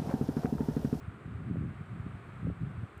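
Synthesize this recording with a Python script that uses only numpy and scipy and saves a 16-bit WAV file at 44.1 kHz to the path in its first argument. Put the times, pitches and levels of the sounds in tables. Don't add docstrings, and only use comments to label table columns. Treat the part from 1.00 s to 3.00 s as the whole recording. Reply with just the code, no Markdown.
import sys
import numpy as np
from scipy import signal
from scipy.io import wavfile
from scipy.ndimage import uniform_filter1d

SR = 44100
rng = np.random.default_rng(int(sys.argv[2]) if len(sys.argv) > 2 else 0)


def master_out(mix):
    frames = np.transpose(np.atleast_2d(mix))
    ceiling = np.clip(frames, -1, 1)
    pcm = np.round(ceiling * 32767).astype(np.int16)
    wavfile.write(sys.argv[1], SR, pcm)


def rack_gain(trim_db):
    fader = np.asarray(trim_db, float)
    return 10 ** (fader / 20)


N = 88200

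# t/s, level before EDDIES_OFFSET_DB/dB, typical eddy width (3 sigma)/ms
GUSTS = [(0.0, -46, 6.1), (0.04, -40, 7.4), (0.09, -44.5, 4.4), (0.11, -49.5, 3.34), (0.24, -56.5, 1.33),
         (0.26, -41, 3.72), (0.47, -39.5, 3.7), (0.51, -33, 3.7), (0.67, -36, 3.32), (0.73, -45.5, 3.16),
         (0.82, -40.5, 5.9), (0.84, -49.5, 4.4), (0.92, -38.5, 4.47), (1.16, -43, 4.24), (1.24, -49, 7.2),
         (1.27, -43.5, 4.4), (1.4, -41.5, 4.9), (1.45, -34, 2.95), (1.51, -24, 4.25), (1.54, -51.5, 4.7),
         (1.62, -32, 4.17), (1.76, -41, 5.5), (1.84, -41.5, 3.6), (1.9, -68, 4.0), (1.98, -56.5, 6.1),
         (2.0, -53, 2.1)]
# t/s of peak, level before gain/dB, width (3 sigma)/ms, signed gain (+ push, - pull)
BUMPS = [(0.082, -32.5, 5.4, -1.56), (0.2598, -34, 4.8, -1.34), (0.3501, -31, 6.6, 0.96),
         (0.4158, -35, 3.2, 1), (0.4871, -30.5, 2.8, 1), (0.502, -27, 2.7, 1), (0.5121, -21.5, 2.74, 1),
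         (0.5385, -30.5, 4.4, -1), (0.559, -29.5, 1.37, 0.75), (0.5714, -24.5, 2.6, 1),
         (0.5825, -26.5, 3.5, 0.91), (0.6123, -27.5, 3, -1.4), (0.6391, -28.5, 2.8, -1.1),
         (0.6583, -28, 4.3, 1), (0.7095, -30.5, 3.6, 0.81), (.8115, -28, 4.3, 0.87), (0.9313, -32, 4.4, 1),
         (1.0006, -33.5, 5.3, -1.8), (1.0663, -27, 2.7, 1), (1.145, -32, 6.1, 0.91),
         (1.4524, -26.5, 4.3, -1.43), (1.4313, -27, 3.4, 0.85), (1.4688, -34.5, 1.16, 0.88),
         (1.473, -24.5, 1.68, 0.77), (1.4848, -25, 3.3, 1), (1.5016, -28, 1.36, 0.68),
         (1.5134, -30, 4.3, 0.93), (1.6239, -27, 3.2, 0.84), (1.6662, -35, 4.6, 1),
         (1.7103, -36.5, 2.7, -1.12), (1.7796, -32, 5.2, -1.04), (1.8343, -30, 4.34, -1.4),
         (1.9716, -39, 6.6, -0.98)]
# f/Hz, relative level/dB
FLOOR_SPECTRUM = [(30, -17), (100, 7), (200, -3.5), (400, -1.44), (600, -5.5), (700, -3), (900, -7.5),
                  (1000, -5.5), (1200, -0.07), (1500, -2.5), (1700, -7), (2300, -10), (3000, -18.1),
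                  (3800, -23.5), (5000, -34.1), (6100, -38), (6800, -35.5), (7500, -32), (8300, -28),
                  (9000, -32.5), (10000, -39), (12000, -43), (15300, -47.5)]
# f/Hz, bandwidth/Hz, rms level/dB
HUM_RESONANCES = [(205.4, 6, -65.5), (298, 20, -73), (348, 6, -69), (401.6, 6.1, -67)]
# t/s of onset, peak level/dB
TICKS = [(1.278, -72), (1.9768, -57)]

EDDIES_PER_S, EDDY_RANGE_DB, EDDIES_OFFSET_DB = 260, 4, -2
WIDTH_SPREAD = 0.23
CLEAR_SIGMA_S = 0.0033
PORT_HZ, PORT_Q = 98, 0.99
FLOOR_RMS_DB, PATCH_RMS_DB, SWELL_RMS_DB = -54, 0.15, 0.5
TICK_T60_S, TICK_LOW_HZ, TICK_HIGH_HZ = 0.01, 6860, 14500
AMPLIFIER_CUT_HZ = 48


def evened(x):
    return x / np.sqrt(np.mean(x ** 2) + 1e-20)


def add(mix, start_s, sound):
    part = mix[max(round(start_s * SR), 0):][:len(sound)]
    part += sound[:len(part)]


def eddy(width_ms):
    t = np.arange(-0.015, 0.015, 1 / SR)
    sigma_s = max(width_ms, 0.5) / 3000
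    return np.exp(-0.5 * (t / sigma_s) ** 2)


def port_low_cut(x):
    w0 = 2 * np.pi * PORT_HZ
    b, a = signal.bilinear([1, 0, 0], [1, w0 / PORT_Q, w0 ** 2], SR)
    x = signal.lfilter(b, a, x)
    return signal.lfilter(*signal.butter(1, PORT_HZ, "high", fs=SR), x)


def gusts():
    eddies = np.zeros(N)
    times_s, level_db, width_ms = np.transpose(GUSTS)
    gap, sign, size = rng.random((1200, 3)).T
    centres_s = np.cumsum(0.5 + gap) / EDDIES_PER_S
    spread = rng.standard_normal(len(centres_s))
    for centre_s, side, strength, z in zip(centres_s, np.sign(sign - 0.5), size, spread):
        if centre_s < N / SR:
            width = np.interp(centre_s, times_s, width_ms) * np.exp(WIDTH_SPREAD * z)
            gain = side * rack_gain(EDDY_RANGE_DB * strength) / np.sqrt(width)
            add(eddies, centre_s - 0.015, gain * eddy(width))
    t = np.arange(N) / SR
    gust_db = EDDIES_OFFSET_DB + np.interp(t, times_s, level_db)
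    return evened(port_low_cut(eddies)) * rack_gain(gust_db)


def wind():
    out = gusts()
    t = np.arange(N) / SR
    for peak_s, *_ in BUMPS:
        out *= 1 - np.exp(-0.5 * ((t - peak_s) / CLEAR_SIGMA_S) ** 2)
    for peak_s, level_db, width_ms, gain in BUMPS:
        bump = port_low_cut(np.pad(eddy(width_ms), (0, 2000)))
        top = np.argmax(abs(bump))
        add(out, peak_s - top / SR, gain * rack_gain(level_db) * bump / bump[top])
    return out


def whoosh_and_hiss():
    size, hop = 1024, 256
    frames, hz = N // hop + 5, np.fft.rfftfreq(size, 1 / SR)
    real, imag, patches = rng.standard_normal((frames, len(hz), 3)).T
    patches = uniform_filter1d(patches, size=10, axis=0)
    patches = evened(uniform_filter1d(patches, size=10, axis=1))
    swell = evened(uniform_filter1d(rng.standard_normal(frames), size=30))
    f_hz, level_db = np.transpose(FLOOR_SPECTRUM)
    shape_db = np.interp(np.log(hz + 1), np.log(f_hz), level_db)[:, None]
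    gain_db = shape_db + PATCH_RMS_DB * patches + SWELL_RMS_DB * swell
    spectra = (real + 1j * imag) * rack_gain(gain_db)
    noise = signal.istft(spectra, nperseg=size, noverlap=size - hop)[1][:N]
    return rack_gain(FLOOR_RMS_DB) * evened(noise)


def hum():
    t, out = np.arange(N) / SR, np.zeros(N)
    for f_hz, width_hz, level_db in HUM_RESONANCES:
        pole = np.exp(-np.pi * max(width_hz, 0.5) / SR)
        noise = rng.standard_normal(N) + 1j * rng.standard_normal(N)
        envelope = signal.lfilter([1], [1, -pole], noise)
        tone = (envelope * np.exp(2j * np.pi * f_hz * t)).real
        out += rack_gain(level_db) * evened(tone)
    return out


def claw_ticks():
    out, t = np.zeros(N), np.arange(1300) / SR
    band = signal.butter(3, [TICK_LOW_HZ, TICK_HIGH_HZ], "band", fs=SR, output="sos")
    envelope = np.minimum(t / 0.0008, 1) * rack_gain(-60 * t / TICK_T60_S)
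    for start_s, peak_db in TICKS:
        crack = signal.sosfilt(band, rng.standard_normal(len(t)) * envelope)
        add(out, start_s, rack_gain(peak_db) * crack / abs(crack).max())
    return out


def scene():
    return (wind() + whoosh_and_hiss() + hum() + claw_ticks())[None]


def band_limit(x):
    return signal.sosfilt(signal.butter(12, 15480, fs=SR, output="sos"), x)


def record(dry):
    low_cut = signal.butter(3, AMPLIFIER_CUT_HZ, "high", fs=SR, output="sos")
    mix = signal.sosfilt(low_cut, dry)
    return band_limit(mix)


dry = scene()
out = record(dry)
master_out(out)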